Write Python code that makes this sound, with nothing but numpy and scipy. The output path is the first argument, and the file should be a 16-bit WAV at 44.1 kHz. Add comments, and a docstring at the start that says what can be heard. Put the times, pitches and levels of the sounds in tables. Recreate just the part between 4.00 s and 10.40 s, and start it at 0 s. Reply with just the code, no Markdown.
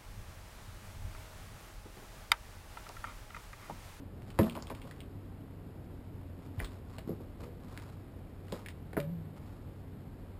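"""Dull knocks, sharp cracks and short wobbling tones come from a stiff woven sheet that a hand is bending.
The knocks are dents flipping over. When the sheet snaps through, it wobbles at a pitch that follows
its tension. Fibres crack, fingers rub on the weave, and the quiet room rumbles and hums.
The recorder holds each sample for a moment, which mirrors the sound into the treble."""
import sys
import numpy as np
from scipy import signal
from scipy.fft import rfft, irfft
from scipy.io import wavfile

SR = 44100
rng = np.random.default_rng(int(sys.argv[2]) if len(sys.argv) > 2 else 0)


def put_to_file(sound):
    """Save the sound as 16-bit audio at rate SR, in the file named by the first command-line argument."""
    columns = np.atleast_2d(sound).T  # one column per channel
    safe = np.clip(columns, -1, 1)
    whole_steps = np.round(safe * 32767)
    wavfile.write(sys.argv[1], SR, whole_steps.astype(np.int16))


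N = 282043
TIME = np.arange(N) / SR

# A "fade time" (t60) is how long a sound takes to fall by 60 dB.
# Dents that flip over. Each row: start in seconds, relative level in dB, pitch in Hz,
# base fade time in seconds, number of flips.
DENTS = [(0.3886, -22, 870, 0.053, 1), (0.3936, -14.5, 493, 0.057, 1), (0.409, -22.5, 203, 0.21, 1),
         (0.415, -41, 875, 0.06, 1), (0.438, -30, 470, .045, 1), (0.467, -36, 800, 0.059, 2),
         (0.554, -35.5, 840, .06, 2), (0.5745, -32.5, 685, .018, 1), (0.7032, -32.5, 790, 0.042, 2),
         (0.849, -41, 560, 0.028, 1), (2.601, -37, 443, 0.17, 1), (2.983, -38.5, 480, .044, 1),
         (3.075, -30, 240, 0.025, 1), (3.092, -26.5, 305, 0.046, 4), (3.203, -39, 367, 0.059, 1),
         (3.405, -41, 376, 0.084, 1), (3.431, -38, 444, 0.27, 1), (4.525, -26.5, 400, .053, 1),
         (4.931, -39.5, 556, 0.054, 1), (4.968, -26.5, 920, 0.062, 1), (4.975, -21, 360, .035, 1)]
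# The sheet's own tones, called modes. Each row: pitch in Hz, relative level in dB.
SHEET_MODES = [(135, -5.5), (172, 10), (234, 6), (281, -2.5), (345, 3.5), (410, 1.5), (485, 2), (555, 2.5),
               (645, -4), (828, -18), (926, -5), (1050, 1), (1284, -37), (1440, -43), (1763, 3),
               (2192, -15)]
# Swings of the whole sheet. Each row: start in seconds, level in dB, slack pitch in Hz,
# share by which tension changes the pitch, seconds before fading, fade time in seconds.
SWINGS = [(0.39, -19, 97, 0.16, 0.0092, .05), (0.412, -24.5, 202, 0.148, 0.027, 0.084),
          (0.41, -53, 634, .025, 0.076, .06), (2.574, -32.5, 108, -0.2, 0.024, 0.032),
          (2.615, -37, 43.3, 0.025, 0.034, 0.089), (4.968, -32.5, 647, -0.023, 0.0063, 0.095),
          (4.975, -41.5, 566.4, 0.015, .035, 0.32), (4.978, -40, 147.5, 0.17, 0.161, 0.79)]
# Breaking fibres. Each row: start in seconds, relative level in dB, pitch in Hz,
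# fade time of the splinters in seconds, gain of the click against the ring in dB.
FIBRE_BREAKS = [(0.22, -47, 1700, .015, 5), (0.303, -43, 2630, 0.034, 7), (0.388, -24, 2070, 0.041, -9),
                (0.431, -37, 2920, .027, -18), (0.4968, -31.5, 2700, 0.017, -20),
                (0.5513, -37.5, 2660, 0.036, -3), (0.623, -34, 4900, 0.021, -4.5),
                (0.6694, -39, 2930, .023, -13), (0.6988, -38, 1990, 0.069, 6),
                (0.749, -41.5, 2780, 0.036, 15), (0.816, -44.5, 2480, 0.049, -11),
                (0.91, -38.5, 1860, 0.032, -2), (1.0041, -38, 2680, 0.031, -9),
                (2.594, -39, 2480, 0.024, -11), (2.6003, -26.5, 1830, .028, -26),
                (2.645, -33, 3300, 0.054, 5), (2.983, -36, 1970, 0.035, 2),
                (3.4362, -44.5, 2300, .018, -15), (3.775, -32.5, 1950, .015, -7),
                (4.482, -45.5, 1690, 0.026, -3), (4.5222, -32, 3500, 0.019, 3), (4.574, -48, 2000, .02, 2),
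                (4.6605, -33, 2060, .03, -6), (4.6849, -33, 2030, 0.037, 5),
                (4.9306, -39.5, 1760, .03, -12), (4.9678, -31.5, 1840, .032, -24),
                (5.0009, -31.5, 2200, 0.017, 2)]
# Fingers sliding to a new grip. Each row: middle in seconds, length in seconds, relative level in dB.
FINGER_SLIDES = [(0.286, 0.06, -68.5), (0.557, 0.29, -59), (0.91, 0.14, -63.5), (2.453, 0.047, -64),
                 (2.625, 0.068, -55), (2.737, 0.059, -62.5), (2.93, 0.064, -60), (3.435, 0.059, -60.5),
                 (3.792, 0.21, -59), (4.558, 0.12, -58.5), (5.38, .03, -65.5), (5.51, 0.13, -66)]
# The tone colour of the rubbing. Each row: frequency in Hz, relative level in dB.
RUB_SPECTRUM = [(150, -38), (320, -8), (600, -10), (1150, -6), (1700, -16), (3000, -20.5), (5500, -20.5)]
# The tone colour of the room's rumble. Each row: frequency in Hz, relative level in dB.
RUMBLE_SPECTRUM = [(12, -23), (20, -14.5), (38, -3.5), (65, -4.5), (97, -6), (119, -6), (191, -9),
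                   (215, -12), (278, -8), (313, -14), (405, -16.5), (900, -27.5), (1110, -30.5),
                   (5500, -47.5), (7150, -54), (12100, -120)]
# The room's hum. Each row: pitch in Hz, level in dB.
HUM_TONES = [(94, -52)]


def buckles(flip_gap_s=0.012, flip_loss_db=3, spread=1.72, level_db=-7):
    """A dent pops over in weakening steps and rings the sheet; wide dents sound low, small ones higher."""
    out, t = np.zeros(N), TIME[:SR // 3]
    mode_hz, mode_db = np.transpose(SHEET_MODES)
    flips = [(s + flip_gap_s * k, db - flip_loss_db * k, hz, t60)
             for s, db, hz, t60, count in DENTS for k in range(round(count))]
    for s, db, hz, t60 in flips:
        # each mode is struck with a random strength and direction
        strengths = from_db(mode_db + rng.normal(0, 3.1, len(mode_hz)))
        strengths *= rng.choice([-1, 1], len(mode_hz))
        # higher modes die sooner
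        tones = [np.sin(2 * np.pi * f * t) * fade(t, 1.93 * t60 * (hz / f) ** 0.2) for f in mode_hz]
        modes = set_level(strengths @ tones, 0, first_s=0.0041)
        # bending waves scatter in the weave and fill the gaps between the modes
        scatter = band(rng.standard_normal(len(t)), 146, 1500, order=2) * fade(t, t60)
        scatter = set_level(scatter, -4, first_s=0.0088)
        ring = set_level(band(modes + scatter, hz / spread, hz * spread), 0, first_s=0.032)
        # the pop itself lasts about one cycle
        pop = np.sin(2 * np.pi * hz * t) * t * fade(t, 0.51 / hz)
        pop = rng.choice([-1, 1]) * set_level(pop, -1, first_s=0.015)
        # a slow flip cannot shake anything much faster than itself
        knock = band(ring + pop, 49, 1.74 * hz, order=3)
        add(out, s, set_level(knock, db + level_db, first_s=0.0093))
    return out


def wobbles(rise_s=0.012, overtone_db=-24, flutter_db=1.5):
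    """The sheet swings up, holds and dies away while a swell of tension bends its pitch."""
    out, t = np.zeros(N), TIME[1:SR // 2]
    for s, db, hz, bend, hold_s, t60 in SWINGS:
        tightest_s = 0.922 * hold_s
        tension = np.exp(-(np.log(t / tightest_s) / 0.5) ** 2)
        phase = 2 * np.pi * np.cumsum(hz * (1 + bend * tension)) / SR
        # the sheet's curve adds a weak tone at three times the pitch
        tone = np.sin(phase) + from_db(overtone_db) * np.sin(3 * phase)
        envelope = np.minimum(t / rise_s, 1) * fade(np.maximum(t - hold_s, 0), t60)
        # the grip damps the swing unevenly
        height = np.sqrt(2) * from_db(db + flutter_db * drift(91.5)[:len(t)])
        add(out, s, envelope * height * tone)
    return out


def cracks(splinters_per_s=4000, follow_gap_s=0.012, spread=1.225, lag_s=0.00065, level_db=-8):
    """A fibre breaks with a click and a spray of splinters; the stiff patch around it rings briefly."""
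    out, t = np.zeros(N), TIME[:SR // 10]
    for s, db, hz, t60, click_db in FIBRE_BREAKS:
        # two neighbouring fibres follow, fainter each time
        followers = [(s + follow_gap_s * (k + rng.uniform(0.6, 1.3)), db - 13 - 6 * k) for k in range(2)]
        for break_s, break_db in [(s, db)] + followers:
            splinters = rng.standard_normal(len(t)) * (rng.random(len(t)) < splinters_per_s / SR)
            force = from_db(-7) * splinters * fade(t, t60)
            force[0] += 1   # the break itself
            ring = band(force, hz / spread, hz * spread, order=2)
            click = from_db(click_db) * band(force, 1000, 4250, order=2)
            add(out, break_s + lag_s, set_level(ring + click, break_db + level_db, first_s=0.0019))
    return out


def rubbing(slips_per_s=600, hiss_db=-4, uneven_db=2.5, level_db=3):
    """Skin catches on the threads in tiny slips over a soft hiss, louder whenever the fingers slide."""
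    effort = np.full(N, from_db(-75.5))   # the grip never quite rests
    for s, length_s, db in FINGER_SLIDES:
        effort += from_db(db) * np.exp(-2 * ((TIME - s) / length_s) ** 2)
    for s, db, *_ in DENTS:   # a louder buckle jolts the grip harder
        add(effort, s, from_db(-43 + 0.61 * db) * fade(TIME[:SR // 2], t60=0.18))
    slips = unit_level(rng.uniform(-1.17, 1, N) * (rng.random(N) < slips_per_s / SR))
    grit = coloured(slips + from_db(hiss_db) * rng.standard_normal(N), RUB_SPECTRUM)
    return from_db(level_db + uneven_db * drift(80)) * effort * grit


def room(x, echo_s=0.0095, echo_db=-14, tail_db=-16, t60=0.19):
    """The room answers a sound with one near echo and a short, blurred tail."""
    t = TIME[:SR // 2]
    build_up = 1 - np.exp(-t / 0.0094)
    tail = band(rng.standard_normal(len(t)), 230, 6000) * fade(t, t60) * build_up
    response = from_db(tail_db) * tail / np.sqrt(np.sum(tail ** 2))
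    response[0] += 1   # the direct sound
    response[round(echo_s * SR)] += from_db(echo_db)
    return signal.fftconvolve(x, response)[:N]


def background(rumble_db=-48, waver_db=3, wander_hz=3):
    """The room rumbles steadily, and its low hum wavers a little in level and pitch."""
    out = from_db(rumble_db) * coloured(rng.standard_normal(N), RUMBLE_SPECTRUM)
    for hz, db in HUM_TONES:
        height = np.sqrt(2) * from_db(db + waver_db * drift(7.6))
        phase = 2 * np.pi * np.cumsum(hz + wander_hz * drift(16)) / SR
        out += height * np.sin(phase)
    return out


def from_db(db):
    """Turn decibels into a number to multiply by."""
    return 10 ** (np.asarray(db) / 20)


def unit_level(x):
    """Scale a sound so its average level (rms) is 1."""
    return x / np.sqrt(np.mean(x ** 2) + 1e-20)


def set_level(hit, db, first_s):
    """Scale a hit so its first moments have the given average level."""
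    return hit * from_db(db) / np.sqrt(np.mean(hit[:round(first_s * SR)] ** 2))


def fade(t, t60):
    """A curve that falls 60 dB in t60 seconds (a millisecond at the shortest)."""
    return np.exp(-np.log(1000) * t / max(t60, 0.001))


def band(x, low_hz, high_hz, order=1):
    """Keep mainly what lies between two frequencies."""
    return signal.sosfilt(signal.butter(order, [low_hz, high_hz], "band", fs=SR, output="sos"), x)


def coloured(x, spectrum):
    """Give plain noise a tone colour and an average level of 1."""
    hz, db = np.transpose(spectrum)
    bin_hz = np.maximum(np.fft.rfftfreq(N, 1 / SR), 1)
    gains = from_db(np.interp(np.log(bin_hz), np.log(hz), db))
    return unit_level(irfft(rfft(x) * gains, N))


def drift(points_per_s):
    """A curve that glides between random values, mostly within 1 of zero."""
    points = rng.standard_normal(N // 100)
    return np.interp(TIME * points_per_s, np.arange(len(points)), points)


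def add(out, s, sound):
    """Mix a sound in, starting at s seconds."""
    start = round(s * SR)
    out[start:start + len(sound)] += sound[:N - start]


def scene():
    """The sheet is close and the room lies behind it, all in one channel."""
    return (room(cracks() + buckles()) + wobbles() + rubbing() + background())[None]


def record(dry, input_top_hz=5550, slow_rate_hz=12000, output_top_hz=15450):
    """The recorder samples slowly and holds each value, which mirrors the sound into the treble."""
    dulled = signal.sosfilt(signal.butter(10, input_top_hz, fs=SR, output="sos"), dry)
    slow = signal.resample_poly(dulled, slow_rate_hz, SR, axis=1, window=("kaiser", 2))
    steps = np.repeat(slow, 4, axis=1)
    held = signal.resample_poly(steps, SR, 4 * slow_rate_hz, axis=1)[:, :N]
    top_cut = signal.ellip(10, 0.2, 70, output_top_hz, fs=SR, output="sos")
    return signal.sosfilt(top_cut, held)


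dry = scene()
out = record(dry)
put_to_file(out)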